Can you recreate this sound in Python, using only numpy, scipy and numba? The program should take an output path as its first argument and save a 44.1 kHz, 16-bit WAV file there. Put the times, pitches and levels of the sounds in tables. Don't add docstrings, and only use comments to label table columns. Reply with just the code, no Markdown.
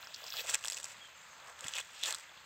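import sys
import numpy as np
from scipy import signal
from scipy.fft import rfft, irfft
from scipy.io import wavfile
from scipy.ndimage import uniform_filter1d
from numba import njit

SR = 44100
rng = np.random.default_rng(int(sys.argv[2]) if len(sys.argv) > 2 else 0)


def unload_wav(signal):
    wavfile.write(
        sys.argv[1],
        SR,
        np.round(np.clip(np.atleast_2d(signal).T, -1, 1) * 32767).astype(np.int16),
    )


def elevation(decibels):
    levels = np.asarray(decibels, float)
    return 10 ** (levels / 20)


N = 108045

# (time [s], level [dB], bubble pitch [Hz], crackle [dB])
SURGES_EARLY = [
    [(0, -47.5, 1660, -5.5), (.12, -51, 2600, -6.5), (.22, -49, 2330, -2.5), (.32, -44, 2900, -5.5),
     (.405, -36, 2840, -5), (.42, -46, 2210, -0.5), (.497, -39.5, 2240, 11), (.525, -46, 1780, 6.5),
     (.546, -30.5, 2250, 2)],
    [(.559, -44, 1900, 2.5), (.62, -52, 1970, 4), (.64, -48, 1660, 7), (.775, -51, 1880, 12.5),
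     (.8, -59, 2040, 16), (.91, -48.5, 1930, 5.5), (.97, -54.5, 2040, -3)],
]
SURGES_LATE = [
    [(1.45, -51.5, 1060, -6.5), (1.5, -44.5, 1060, -3), (1.54, -52, 1210, -10), (1.67, -43, 1970, 1),
     (1.74, -48, 2160, 1), (1.758, -35, 2300, 2.5), (1.802, -35.5, 2250, -1.5), (1.82, -56, 2150, 6),
     (1.92, -53.5, 2030, 3)],
    [(1.96, -47.5, 2740, -1.5), (2.022, -46, 2770, 1), (2.03, -42, 3340, -4), (2.09, -37, 1930, 8.5),
     (2.15, -44.5, 1530, 1), (2.16, -52, 1790, 7), (2.27, -53.5, 1760, -5), (2.45, -54.5, 1780, -4)],
]
FIZZ_PER_S, FIZZ_CYCLES, FIZZ_SPREAD_OCT, FIZZ_SCATTER_DB, FIZZ_GLIDE = 4000, 5.85, 0.416, 1.2, 0.26
CRACKLE_PER_S, CRACKLE_DB, CRACKLE_SCATTER_DB, CRACKLE_DECAY_S = 1600, -3, -3.5, 0.0009

# (time [s], level [dB])
MIST_LEVEL = [(0, -39.5), (.1, -47.5), (.24, -38), (.33, -31), (.41, -21), (.43, -38), (.56, -54),
              (.7, -84)]
MIST_LOW_HZ, DRIP_HZ, DRIP_DB = 12600, 5000, -26

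# (frequency [Hz], density [dB per Hz])
STREAM_LOW = [(30, -15), (62, -2), (120, -2.5), (250, -10), (400, -11.5), (630, -3), (1200, -0.5),
              (2000, 0.5)]
STREAM_HIGH = [(3200, -6), (5100, -8), (5700, -23), (6250, -10.5), (9000, -21), (16000, -22)]
STREAM_DB, SWELL_DB, FLICKER_DB, TRICKLE_DB = -51, 0.5, 1.5, -11.5

# (time [s], peak [dB], pitch [Hz])
LONE_BUBBLES = [(.028, -34.5, 3850), (.032, -34, 1300), (.045, -37, 4940), (.072, -33.5, 5200),
                (.1355, -37, 3600), (.1413, -31.5, 4600), (.1485, -29.5, 4350), (.1615, -35, 5400),
                (.168, -40, 3030), (.205, -34.5, 1360), (.233, -35, 3220), (.2405, -30, 4700),
                (.241, -35, 1000), (.2663, -31, 5000), (.2735, -36, 5600), (.2817, -32, 5100),
                (.293, -35, 2380), (.304, -27.5, 5060), (.3325, -29.5, 3500), (.3385, -25.5, 4700),
                (.34, -29, 1320), (.344, -34, 1410), (.346, -37, 4300), (.354, -48, 3000),
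                (.3745, -32.5, 3100), (.3785, -32, 3600), (.385, -26, 3230), (.394, -35, 2540),
                (.401, -42, 2700), (.404, -40, 3500), (.445, -37, 3500), (.456, -33, 1220),
                (.483, -34, 7600), (.4895, -29, 3100), (.9685, -46, 3880), (1.425, -43, 3300),
                (1.56, -44, 3230), (1.7615, -27, 2903), (1.7665, -22, 3250), (1.7685, -32, 3300),
                (1.779, -23, 2370), (1.789, -24, 2790), (1.8005, -32, 1730), (1.8105, -28, 3240),
                (1.826, -35, 1900), (2.0315, -20.5, 3350), (2.049, -30, 3050), (2.052, -28, 3350),
                (2.062, -22, 3600), (2.078, -27, 1700), (2.087, -30, 1010), (2.113, -30, 1970),
                (2.125, -28.5, 1420), (2.14, -28, 3400), (2.1475, -29, 1390), (2.208, -37, 1900),
                (2.24, -35, 2060), (2.294, -41, 3400), (2.375, -38, 3150)]
LONE_CYCLES, LONE_GLIDE = 8.4, 0.077
RISE_SHARE = 0.23

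# (time [s], peak [dB], bubble pitch [Hz], smack [dB])
DROPS_EARLY = [(0.0712, -29.5, 1460, -39.5), (0.1451, -23.5, 4400, -8.5), (0.3236, -24, 3770, -24),
               (0.3686, -22, 4230, -14), (0.3824, -38, 3040, -12), (0.4942, -18, 1690, -3.5),
               (0.5145, -41, 3500, 10), (0.5284, -26, 1410, -5), (0.5365, -27, 3060, -1),
               (0.5405, -19.5, 3250, 4), (0.5447, -15, 2440, 4.5), (0.5538, -16.5, 2070, 2),
               (0.6279, -44, 3210, 11.5), (0.64, -23.5, 2900, 0), (0.6473, -23.5, 1500, 2),
               (0.6558, -21.5, 3400, 2), (0.6634, -35, 1200, 12), (0.674, -29.5, 1790, 13),
               (0.6826, -25.5, 1820, 11.5), (0.7, -28, 2020, 9.5), (0.7106, -38, 3130, 16),
               (0.7218, -24.5, 4800, 7), (0.7287, -39, 5000, 3), (0.7321, -30.5, 3580, 8),
               (0.7404, -48, 2990, 13), (0.7451, -26.5, 4500, 5.5), (0.7697, -27.5, 2700, 6),
               (0.7739, -32.5, 2880, 6.5)]
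DROPS_LATE = [(0.777,-28,2800,0),(0.7848,-40,3000,14),(0.8125,-40,2900,6),(0.83,-36,3300,5),(0.8,-33.5,1850,9.5),(0.843,-34,2010,15),(0.8537,-31,2420,3),(0.8669,-35,1960,-2),(1.4969,-30.5,1930,-22),(1.5925,-37,3100,2),(1.6078,-37,3800,12.5),(1.6426,-25.5,3060,-0.5),(1.6651,-24.5,1960,-17),(1.669,-31,3800,8),(1.6827,-24,3370,5.5),(1.6915,-31,1630,2),(1.7373,-21.5,3040,-2),(1.7479,-25.5,2900,-7),(1.7532,-27,2840,5),(1.7841,-19.5,2400,-3),(2.0358,-15.5,3780,3),(2.041,-22.5,3250,-5),(2.058,-24.5,3900,8),(2.074,-31,1500,7),(2.0854,-31,3730,2),(2.1075,-26.5,2150,11.5),(2.1253,-22.5,4140,2),(2.1467,-27,3790,9.5),(2.1507,-27,4200,1.5),(2.184,-43,3270,13),(2.1974,-38.5,1840,6)]
DROP_CYCLES, DROP_GLIDE, DROP_DB = 6.0, 0.029, 0.5
SMACK_DECAY_S, SMACK_TILT, SMACK_TOP_HZ = 0.00049, 0.72, 11100

# (time [s], pitch [Hz], level [dB])
AIR_POCKETS = [(0.22, 570, -38.5), (.33, 680, -38), (.372, 470, -34.5), (0.42, 475, -42.5), (1.6, 510, -41),
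               (0.83, 860, -43.5), (0.79, 530, -47), (.44, 590, -35), (0.08, 674, -42.5), (0.85, 780, -44),
               (2.23, 880, -52)]
GURGLE_CYCLES, GURGLE_GLIDE = 5.5, 0.21

# (time [s], length [s], start pitch [Hz], end pitch [Hz], level [dB])
BIRD_CALLS = [
    (0.988, 0.11, 3300, 3090, -51),
    (1.0, .07, 6900, 6500, -67),
    (1.149, 0.046, 7500, 7260, -62),
    (1.185, 0.086, 6800, 7600, -63.5),
    (1.14, 0.102, 6500, 6300, -64),
    (1.283, 0.074, 6700, 6270, -61.5),
    (1.33, .07, 7300, 7600, -68),
]

PLUNGE_S, PLUNGE_HZ, PLUNGE_DB, PLUNGE_CYCLES = 1.647, 120.7, -39.5, 3.1
BANK_T60_S, BANK_DB = 0.031, -8

# (frequency [Hz], gain [dB])
PHONE_RESPONSE = [(2200, -7), (3400, -3.5), (5000, -5.5), (7400, 2), (8350, -2.5), (9300, -20.5),
                  (12500, -17), (15800, -16.5)]
# (frequency [Hz], level [dB])
CIRCUIT_WHINE = [(14589, -76.5)]
NEAR_LOW_HZ, RUMBLE_CUT_HZ, TOP_HZ = 467, 48, 15750


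def level(x, db):
    return x * elevation(db) / np.sqrt(np.mean(x ** 2))


def butter(x, order, hz, kind="low"):
    return signal.sosfilt(signal.butter(order, hz, kind, fs=SR, output="sos"), x)


def colour(x, table):
    hz, db = np.array(table).T
    log_hz = np.log(np.maximum(np.arange(4097) * SR / 8192, 1))
    cepstrum = irfft(np.interp(log_hz, np.log(hz), db) * np.log(10) / 20)
    cepstrum[1:4096] *= 2
    cepstrum[4097:] = 0
    impulse = irfft(np.exp(rfft(cepstrum)))[:6000]
    return signal.fftconvolve(x, impulse)[:N]


def walk(rate_hz):
    hold = int(SR / rate_hz)
    steps = np.repeat(rng.standard_normal(N // hold + 1), hold)
    return 1.3 * uniform_filter1d(uniform_filter1d(steps, hold), hold)[:N]


@njit
def grains(n, start, step, cycles, size, glide):
    y = np.zeros(n)
    for k in range(len(start)):
        fade = np.exp(-step[k] / cycles[k])
        up = 1 + glide * step[k] / cycles[k] / 3
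        phase, w, a = 0., step[k], size[k]
        for i in range(start[k], min(n, start[k] + int(6 * cycles[k] / step[k]))):
            y[i] += a * np.sin(phase)
            phase += w
            a *= fade
            w = min(w * up, 2.8)
    return y


def bubbles(s, hz, cycles, db, glide):
    one = np.ones(len(s))
    start = (s * SR).astype(np.int64)
    step = np.clip(hz * one, 30, 16000) * 2 * np.pi / SR
    return grains(N, start, step, np.maximum(cycles, .3) * 2 * one, elevation(db) * one, 1. * glide)


def rings(s, hz, cycles, db, glide):
    slow = bubbles(s, hz, cycles, db + 5, glide)
    return slow - bubbles(s, hz, cycles * RISE_SHARE, db + 3, glide * RISE_SHARE)


def swarm(per_s, hz, spread_oct, cycles, scatter_db, glide):
    when, u, v, size = rng.random((4, int(np.ceil(per_s * N / SR))))
    s = when * N / SR
    bell = np.sqrt(-2 * np.log(u + 1e-9)) * np.cos(2 * np.pi * v)
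    pitch = hz[(s * SR).astype(int)] * 2 ** (spread_oct * bell)
    db = 3 * np.log2(pitch) - scatter_db * np.log(size + 0.0049)
    return level(bubbles(s, pitch, cycles, db, glide), 0)


def crackle(per_s, scatter_db):
    when, size = rng.random((2, N))
    hits = (when < per_s / SR) * elevation(-scatter_db * np.log(size + .01))
    envelope = signal.lfilter([1], [1, -np.exp(-1 / SR / CRACKLE_DECAY_S)], hits)
    return level(envelope * rng.standard_normal(N), 0)


def churn(t):
    s, db, hz, crackle_db = np.vstack(SURGES_EARLY + SURGES_LATE).T
    pitch = np.interp(t, s, hz)
    fizz = swarm(FIZZ_PER_S, pitch, FIZZ_SPREAD_OCT, FIZZ_CYCLES, FIZZ_SCATTER_DB, FIZZ_GLIDE)
    snap = crackle(CRACKLE_PER_S, CRACKLE_SCATTER_DB) * elevation(CRACKLE_DB + np.interp(t, s, crackle_db))
    boil_db = 1.5 * walk(45)
    return (fizz + snap) * elevation(np.interp(t, s, db) + boil_db)


def mist(t):
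    patter = butter(crackle(2500, 0.65), 6, MIST_LOW_HZ, "high")
    drips = elevation(DRIP_DB) * swarm(130, DRIP_HZ + 0 * t, 0.2, 9.7, 2.5, 0.069)
    return (patter + drips) * elevation(np.interp(t, *np.array(MIST_LEVEL).T))


def stream(t):
    spectrum = rfft(rng.standard_normal(N))
    octaves = np.log2(np.arange(N // 2 + 1) * SR / N + 1)
    hiss, swell_db = 0, SWELL_DB * walk(0.99)
    for centre in np.arange(4, 14.6, .5):
        window = np.cos(np.pi * np.clip(octaves - centre, -.5, .5)) ** 2
        hiss = hiss + irfft(spectrum * window, N) * elevation(swell_db + FLICKER_DB * walk(15))
    trickle = elevation(TRICKLE_DB) * swarm(500, 2100 + 0 * t, .7, 7.0, 3.0, .3)
    return level(colour(hiss + trickle, STREAM_LOW + STREAM_HIGH), STREAM_DB)


def lone_bubbles():
    s, db, hz = np.array(LONE_BUBBLES).T
    return rings(s, hz, LONE_CYCLES * np.sqrt(hz / 3500), db, LONE_GLIDE)


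def drops():
    s, db, hz, smack_db = np.vstack([DROPS_EARLY, DROPS_LATE]).T
    db = db + DROP_DB
    out = rings(s, hz, DROP_CYCLES * np.minimum(hz / 3000, 1), db, DROP_GLIDE)
    i = np.arange(256)
    smack = rng.standard_normal((len(s), len(i))) * np.exp(-i / SR / SMACK_DECAY_S)
    smack = smack / np.abs(smack).max(axis=1, keepdims=True) * 2
    smack = signal.lfilter([1, -SMACK_TILT], [1], smack) * elevation(db + smack_db)[:, None]
    smack = butter(smack, 2, SMACK_TOP_HZ)
    np.add.at(out, (s * SR).astype(int)[:, None] + i, smack)
    return out


def gurgles():
    s, hz, db = np.repeat(AIR_POCKETS, 3, axis=0).T
    delay, detune = rng.random((2, len(s)))
    return bubbles(s + 0.039 * delay, hz * (0.884 + 0.3 * detune), GURGLE_CYCLES, db, GURGLE_GLIDE)


def birds(t):
    out = 0
    for s, length, hz0, hz1, db in BIRD_CALLS:
        u = np.clip((t - s) / length, 0, 1)
        hz = (hz0 + (hz1 - hz0) * u) * (1 + .026 * walk(300))
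        envelope = elevation(db + 2.7 * walk(120)) * np.sin(np.pi * u)
        out = out + envelope * np.sin(2 * np.pi * np.cumsum(hz) / SR)
    return out


def plunge():
    s = np.array([PLUNGE_S, PLUNGE_S + 0.0077])
    return bubbles(s, np.array([PLUNGE_HZ, 260]), PLUNGE_CYCLES, PLUNGE_DB, 0.041)


def bank_echo(x):
    t = np.arange(6000) / SR
    tail = rng.standard_normal(len(t)) * 1000 ** (-t / BANK_T60_S)
    return signal.fftconvolve(x, level(tail, BANK_DB - 10 * np.log10(len(t))))[:N]


def scene():
    t = np.arange(N) / SR
    near = churn(t) + mist(t) + lone_bubbles() + drops() + gurgles()
    near = butter(near, 4, NEAR_LOW_HZ, "high")
    return (near + bank_echo(near) + plunge() + birds(t) + stream(t))[None]


def low_pass(x):
    return signal.sosfilt(signal.butter(12, 16650, fs=SR, output="sos"), x)


def record(dry):
    (hz, db), = CIRCUIT_WHINE
    whine = np.sqrt(2) * elevation(db) * np.sin(2 * np.pi * hz * np.arange(N) / SR)
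    x = colour(dry[0], PHONE_RESPONSE) + whine
    x = signal.sosfilt(signal.ellip(8, .2, 60, TOP_HZ, fs=SR, output="sos"), x)
    x = butter(x, 2, RUMBLE_CUT_HZ, "high")
    return low_pass(x[None])


dry = scene()
out = record(dry)
unload_wav(out)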